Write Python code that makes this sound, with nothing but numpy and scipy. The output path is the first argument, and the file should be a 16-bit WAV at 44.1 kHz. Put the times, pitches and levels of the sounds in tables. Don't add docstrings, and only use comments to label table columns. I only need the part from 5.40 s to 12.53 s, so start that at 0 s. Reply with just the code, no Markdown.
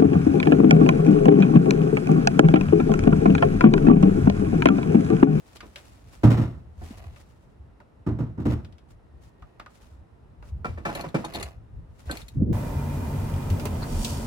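import sys
import numpy as np
from scipy import signal
from scipy.fft import rfft, irfft, next_fast_len
from scipy.io import wavfile

SR = 44100
rng = np.random.default_rng(int(sys.argv[2]) if len(sys.argv) > 2 else 0)


def dump(signal):
    limited = np.clip(np.atleast_2d(signal).T, -1, 1)
    pcm = np.round(limited * 32767).astype(np.int16)
    wavfile.write(sys.argv[1], SR, pcm)


N = 314433

# frequency in Hz, level in dB.
YARD_COLOUR = [(25, -10.5), (60, -2), (120, -4), (340, -8), (950, -16), (1900, -27), (3000, -34),
               (7400, -46.5), (11500, -42.5), (15000, -66)]
WIND_COLOUR = [(25, -19.5), (45, 6), (65, 4), (95, 1.5), (150, -9), (700, -69)]
GUST_COLOUR = [(30, -9), (65, 7.5), (230, 1.5), (430, -9.5), (800, -32)]
JACKET_COLOUR = [(550, 9.5), (1300, 5.5), (3500, 0), (7200, -2.5), (12000, -8.5), (16000, -17)]
CRUNCH_COLOUR = [(400, 16), (1300, 1.5), (2400, 2), (4500, -24), (12000, -9)]

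# time of the peak in seconds, level in dB, length in seconds.
WIND_SWELLS = [(1.45, -43.5, 0.42), (5.22, -34, 0.25), (6.6, -44, 0.88)]
SWISHES = [(0.163, -50.5, 0.014), (0.42, -66, 0.68), (0.74, -59.5, 0.044), (1.47, -58.5, 0.088),
           (1.581, -57, 0.019), (1.7, -70, 0.43), (1.808, -62.5, 0.025), (3.518, -63.5, 0.034),
           (3.856, -71, 0.083), (4.42, -69.5, 0.18), (5.075, -65.5, 0.05), (6.084, -63, 0.038),
           (6.76, -60.5, 0.21)]
DRAGS = [(1.61, -54, 0.18), (3.118, -40.5, 0.029), (4.08, -70.5, 0.23), (5.57, -44, 0.12),
         (5.99, -43.5, 0.14), (6.73, -45.5, 0.063)]
WHINE_SWELLS = [(3.95, -77.5, 0.53)]
# time of the peak in seconds, level in dB, length in seconds, top pitch in Hz.
BUFFETS = [(6.977, -25, 0.03, 304), (7.021, -19.5, 0.03, 480), (7.15, -18.5, 0.11, 560)]

# start in seconds, level in dB, brightest frequency in Hz.
TAPS = [(0.168, -41.5, 3670), (0.205, -33, 2180), (0.358, -29.5, 2680), (1.76, -43.5, 2050),
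        (2.402, -39, 900), (2.665, -46, 1420), (3.247, -45, 2980), (3.324, -52.5, 3200),
        (3.382, -51.5, 3250), (4.022, -42, 1180), (4.197, -29.5, 1290), (4.261, -36.5, 1310),
        (5.025, -39.5, 1050)]
# start in seconds, clack in dB, low body in dB relative to the clack,
# frequency in Hz that the struck spot favours.
KNOCKS = [(0.227, -44, -8.5, 420), (0.833, -29.5, -7, 740), (1.415, -50.5, 1, 730), (5.245, -28, -15, 1170),
          (5.374, -40.5, -8.5, 1420), (5.451, -21, -16, 3220), (5.489, -29, -17.5, 840),
          (5.551, -30.5, -17, 563), (5.594, -32.5, -15.5, 810), (5.637, -31.5, -12.5, 604),
          (5.743, -21.5, -9.5, 550), (5.842, -31.5, -14, 890), (5.947, -33, -13, 720),
          (5.963, -35, -13, 593), (6.695, -33.5, -9.5, 1440)]
# start in seconds, force in dB, hardness in dB,
# panel boom and frame ring (both in dB relative to the force), seconds of free swing.
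BUMPS = [(0.832, -12.5, -4, 2, -4, 0.24), (0.9, -18.5, 5.5, -17, -7.5, 0.05),
         (0.97, -21.5, -1.5, 2, -3.5, 0.049), (1.011, -28.5, 4.5, -33, -5.5, 0.04),
         (2.663, -20.5, -17, -2.5, -4.5, 0.1), (2.786, -24, -11.5, 1.5, -5, 0.059),
         (2.974, -28.5, -22, 0, -1.5, 0.06), (2.997, -36, -3.5, -18, 1, 0.05),
         (3.052, -20.5, -3.5, -3, -1, 0.03), (3.101, -27, -0.5, -9.5, -9.5, 0.062)]
# start in seconds, level in dB, the
# pitch it sinks to in Hz.
THUDS = [(1.506, -25.5, 203), (1.659, -24, 70.4), (2.197, -33, 63), (4.513, -33, 63), (5.118, -18.5, 63.4),
         (5.351, -21.5, 71), (5.665, -24, 147), (5.746, -13.5, 150), (6.038, -24.5, 62),
         (6.669, -20.5, 59.6), (6.966, -13, 115), (7.021, -7.5, 163)]
# start in seconds, level in dB.
SCRAPES = [(5.549, -24.5), (5.607, -29.5), (5.685, -40.5), (5.847, -26), (5.936, -29.5), (5.946, -24.5),
           (5.953, -27), (5.996, -32.5), (6.026, -21), (6.71, -22.5), (6.769, -27.5), (6.814, -36.5),
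           (6.881, -33.5)]

# pitch in Hz, level in dB, seconds to fade by 60 dB (called t60).
SLAT_MODES = [(588, 0.5, 0.13), (1225, 1, 0.074), (1437, 1, 0.05), (2820, -4.5, 0.012), (4740, 5.5, 0.025)]
BATTEN_MODES = [(325, -5.5, 0.18), (441, 5, 0.035), (559, -1.5, 0.047), (727.5, 2, 0.055),
                (824, 0.5, 0.055), (986, -0.5, 0.047), (1128, -2.5, 0.055), (1358, -6, 0.073),
                (1540, -5.5, 0.063), (1760, -5, 0.098), (2350, -7.5, 0.14)]
FRAME_MODES = [(213, 1, 0.29), (255.8, -2, 0.35), (297.2, 5.5, 0.23), (322, 0, 0.21), (377.6, -6.5, 0.21)]
PANEL_MODES = [(62, -8, 0.5), (117.8, 9.5, 0.35), (153, -1.5, 0.42)]
WALL_MODES = [(471, -2, 0.28), (540, -1.5, 0.15), (638, -5.5, 0.35), (857, -16, 0.37), (959, -2, 0.12),
              (1172, -7, 0.25), (1350, -36, 0.06)]
# pitch in Hz, width in Hz, level in dB.
FOOT_RESONANCES = [(2300, 600, 2.5), (3750, 450, 6.5), (4500, 400, 6), (7100, 1000, -1),
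                   (11300, 1600, -3.5)]

# frequency in Hz, likeness (held between 0 and 1 when used).
LIKENESS = [(100, 0.78), (280, 0.72), (600, -0.8), (1300, 0), (2500, -0.58), (6000, 1), (12000, -3.26)]
# frequency in Hz, left minus right in dB.
SHADING = [(60, -0.3), (250, -1.5), (600, -1), (1300, -3), (2300, 5), (4500, 2.5), (12000, 0)]
# base in dB, dB per dB of force, dB per dB of hardness.
CLATTER_LAW, CRACK_LAW = (-15, 1, 0.28), (-33.5, 0.89, 0.74)

EDGES = 22 * 2 ** np.arange(0, 9.6, .5)
CENTRES = np.sqrt(EDGES[1:] * EDGES[:-1])
BAND_FILTERS = [signal.butter(2, edge, "band", fs=SR, output="sos") for edge in zip(EDGES, EDGES[1:])]
AGE = np.arange(SR * 2 // 3) / SR


def from_db(db):
    return 10 ** (np.asarray(db) / 20)


def rms_one(x):
    return x / np.sqrt(np.mean(x ** 2) + 1e-20)


def at_hz(points, hz):
    f, value = np.transpose(points)
    return np.interp(np.log(hz), np.log(f), value)


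def add(out, s, sound):
    start = max(round(s * SR), 0)
    out[..., start:start + sound.shape[-1]] += sound[..., :N - start]


def drift(rate, size):
    knots = rng.standard_normal(SR)
    return np.interp(np.arange(size) * rate / SR, np.arange(SR), knots)


def clicks(rate, size):
    return (rng.random(size) < rate / SR) * rng.standard_normal(size)


def swells(rows):
    t = np.arange(N) / SR
    return np.sqrt(sum(from_db(2 * db) * np.exp(-(2 * (t - s) / length) ** 2) for s, db, length in rows))


def bands(size, diffuse=1):
    white, out = rng.standard_normal((2, 2, size + SR // 10)), []
    for k, sos in enumerate(BAND_FILTERS):
        mid, side = signal.sosfilt(sos, white[k % 2])[:, -size:]
        alike = np.clip(at_hz(LIKENESS, CENTRES[k]), 0, 1) ** diffuse
        out.append(rms_one(np.sqrt(1 + alike) * mid + np.sqrt(1 - alike) * side * [[1], [-1]]))
    return np.array(out)


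def noise(colour, diffuse=1):
    gains = from_db(at_hz(colour, CENTRES)) * np.sqrt(CENTRES)
    return rms_one(np.tensordot(gains, bands(N, diffuse), 1))


def weighted(modes, colour):
    return [(hz, db + at_hz(colour, hz), t60) for hz, db, t60 in modes]


def ring(modes, bloom_cycles, spread_db, detune):
    out = 0
    for (hz, db, t60), (size, shift) in zip(modes, rng.standard_normal((len(modes), 2))):
        cycles = AGE * hz * (1 + detune * shift)
        swell = 1 - np.exp(-(cycles / bloom_cycles) ** 2)
        out = out + from_db(db + spread_db * size - 60 * AGE / t60) * swell * np.sin(2 * np.pi * cycles)
    return out


def clatter(colour, t60, damping, tail_db, tail_t60, rise_cycles):
    hz = CENTRES[:, None]
    decay = from_db(-60 * AGE / (t60 * (1000 / hz) ** damping))
    shape = from_db(at_hz(colour, hz)) * (1 - np.exp(-AGE * hz / rise_cycles))
    direct = np.sum(shape * decay * bands(len(AGE))[:, 0], axis=0)
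    echoes = from_db(3) * decay + from_db(tail_db - 60 * AGE / tail_t60)
    return direct + np.einsum("bt,bct->ct", shape * echoes, bands(len(AGE)))


def air(breeze_db=-55, yard_db=-57.5):
    strength = np.hypot(from_db(breeze_db), swells(WIND_SWELLS))
    wind = strength * from_db(4.8 * drift(23, N)) * noise(WIND_COLOUR)
    eddies = noise(GUST_COLOUR)
    for s, db, length, top_hz in BUFFETS:
        lowpass = signal.butter(4, top_hz, fs=SR, output="sos")
        wind = wind + signal.sosfilt(lowpass, eddies * swells([(s, db, length)]))
    return from_db(yard_db) * noise(YARD_COLOUR, diffuse=1.5) + wind


def jacket():
    crinkles = from_db(6 + 3.4 * drift(45, N) + 2.2 * drift(490, N))
    return swells(SWISHES) * crinkles * noise(JACKET_COLOUR, diffuse=5)


def taps(snap_delay_s=0.0043, snap_db=-3.5):
    out = np.zeros((2, N))
    for s, db, hz in TAPS:
        contact = [(hz / 10, -18), (hz / 2, -7), (hz, 0), (hz * 2, -10), (hz * 10, -32)]
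        slat = ring(weighted(SLAT_MODES, contact), bloom_cycles=0.77, spread_db=6, detune=0.0019)
        touch = clatter(contact, t60=0.019, damping=0.13, tail_db=-6, tail_t60=0.14, rise_cycles=2.8)
        snap = from_db(snap_db) * np.sin(2 * np.pi * AGE * hz) * np.exp(-AGE * hz / 1.1)
        add(out, s, from_db(db - 9) * touch)
        add(out, s + snap_delay_s, from_db(db) * (from_db(-14) * slat + snap))
    return out


def knocks():
    out = np.zeros((2, N))
    for s, clack_db, weight_db, spot_hz in KNOCKS:
        body_db, crack_db = clack_db + weight_db, clack_db - 15.5
        slips = clicks(350, len(AGE)) * from_db(-8.5 - 60 * AGE / 0.097)
        slips[0] = 1
        spot = [(spot_hz / np.sqrt(2), -4), (spot_hz, 6), (spot_hz * np.sqrt(2), -4)]
        batten = ring(weighted(BATTEN_MODES, spot), bloom_cycles=0.93, spread_db=3.5, detune=0.014)
        batten = signal.fftconvolve(batten, slips / np.linalg.norm(slips))[:len(AGE)]
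        colour = [(30, body_db - 22), (70, body_db - 15.5), (170, body_db), (420, body_db - 1),
                  (700, clack_db - 13), (1300, clack_db - 14.5),
                  (2600, crack_db - 6), (6000, crack_db - 8.5), (15000, crack_db - 18)]
        wood = clatter(colour, t60=0.12, damping=0.38, tail_db=-10, tail_t60=0.49, rise_cycles=0.94)
        bite = 1 - np.exp(-AGE / 0.0079)
        flicker = from_db(0.76 + 1.8 * drift(500, len(AGE)))
        add(out, s, from_db(clack_db - 0.5) * batten + wood * bite * flicker)
    return out


def bumps(resting_db=-3):
    out = np.zeros((2, N))
    for s, force_db, hard_db, boom_db, body_db, free_s in BUMPS:
        clatter_db, crack_db = np.dot([CLATTER_LAW, CRACK_LAW], [1, force_db, hard_db])
        frame_db, panel_db = force_db + body_db, force_db + boom_db
        settle = from_db(resting_db * (1 - np.exp(-(AGE / free_s) ** 4)))
        frame = from_db(frame_db) * ring(FRAME_MODES, bloom_cycles=2.34, spread_db=1.5, detune=0.026)
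        panel = from_db(panel_db) * ring(PANEL_MODES, bloom_cycles=2.8, spread_db=0.5, detune=0.007)
        colour = [(30, frame_db - 42.5), (70, frame_db - 7), (250, frame_db - 11),
                  (480, clatter_db - 6), (1200, clatter_db - 8.5),
                  (2800, crack_db - 1), (7000, crack_db - 6.5), (15000, crack_db - 11)]
        joints = clatter(colour, t60=0.3, damping=0.22, tail_db=-11.5, tail_t60=0.68, rise_cycles=0.96)
        swing = panel / np.abs(panel).max()
        buzz = from_db(1.7 * swing + 1.76 * drift(220, len(AGE)))
        walls = from_db(clatter_db) * ring(WALL_MODES, bloom_cycles=4.3, spread_db=1.5, detune=0.015)
        press = 1 - np.exp(-AGE / 0.0044)
        add(out, s, (frame + panel) * settle + walls + joints * buzz * press)
    return out


def thuds():
    out = np.zeros(N)
    for s, db, hz in THUDS:
        cycles = AGE * hz
        swing = np.sin(2 * np.pi * (cycles + .5 * (1 - np.exp(-cycles))))
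        progress = cycles / 0.9
        add(out, s, from_db(db - 7) * swing * progress * np.exp(1 - progress))
    return out


def drags():
    slips = clicks(900, N) * from_db(1.74 * drift(110, N))
    batten = ring(BATTEN_MODES, bloom_cycles=0.5, spread_db=1, detune=0.027)
    batten = batten * from_db(-60 * AGE / 0.03)
    grit = clatter(CRUNCH_COLOUR, t60=0.00085, damping=0.2, tail_db=-21, tail_t60=0.012, rise_cycles=0.17)
    contact = batten / np.linalg.norm(batten) + from_db(2.5) * grit / np.linalg.norm(grit[0])
    rubbing = rms_one(slips) * swells(DRAGS)
    return signal.fftconvolve(rubbing[None], contact, axes=1)[:, :N]


def whine(pitch_hz=1870):
    hz = pitch_hz + 35 * drift(23, N)
    return swells(WHINE_SWELLS) * np.sin(2 * np.pi * np.cumsum(hz) / SR)


def scrapes(catch_s=0.0057):
    out = np.zeros(N)
    for s, db in SCRAPES:
        progress = AGE / (catch_s / 2)
        pressure = progress ** 2 * np.exp(2 - 2 * progress)
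        slips = rms_one(clicks(2200, len(AGE)) * pressure) * np.sqrt(np.mean(pressure ** 2)) + 1e-18
        for k, (hz, width, mode_db) in enumerate(FOOT_RESONANCES):
            shifted_hz, weight_db = rng.normal([hz, mode_db], [.03 * hz, 2])
            tone = signal.lfilter(*signal.iirpeak(shifted_hz, hz / width, fs=SR), slips)
            add(out, s, (-1) ** k * from_db(db + weight_db - 5.5) * tone)
    echo = rng.standard_normal((2, len(AGE))) * from_db(-60 * AGE / 0.079)
    echo /= np.linalg.norm(echo[0])
    return out + from_db(-1.5) * signal.fftconvolve(out[None], echo, axes=1)[:, :N]


def from_the_right(x, lag_ms):
    size = next_fast_len(N + SR // 10)
    hz = np.arange(size // 2 + 1) * SR / size
    shade = from_db(at_hz(SHADING, hz + 1) / 2)
    delay = np.exp(-2j * np.pi * hz * lag_ms / 1000)
    return irfft(rfft(x, size) * [shade * delay, 1 / shade], size)[:, :N]


def scene():
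    ahead = from_the_right(taps() + jacket(), lag_ms=0.055)
    by_shed = from_the_right(bumps(), lag_ms=0.15)
    by_pallets = from_the_right(knocks() + drags() + scrapes(), lag_ms=0.212)
    return ahead + by_shed + by_pallets + thuds() + air() + whine()


def record(dry):
    dry = signal.sosfilt(signal.butter(2, 32, "highpass", fs=SR, output="sos"), dry)
    return signal.sosfilt(signal.ellip(10, .1, 80, 16000, fs=SR, output="sos"), dry)


dry = scene()
out = record(dry)
dump(out)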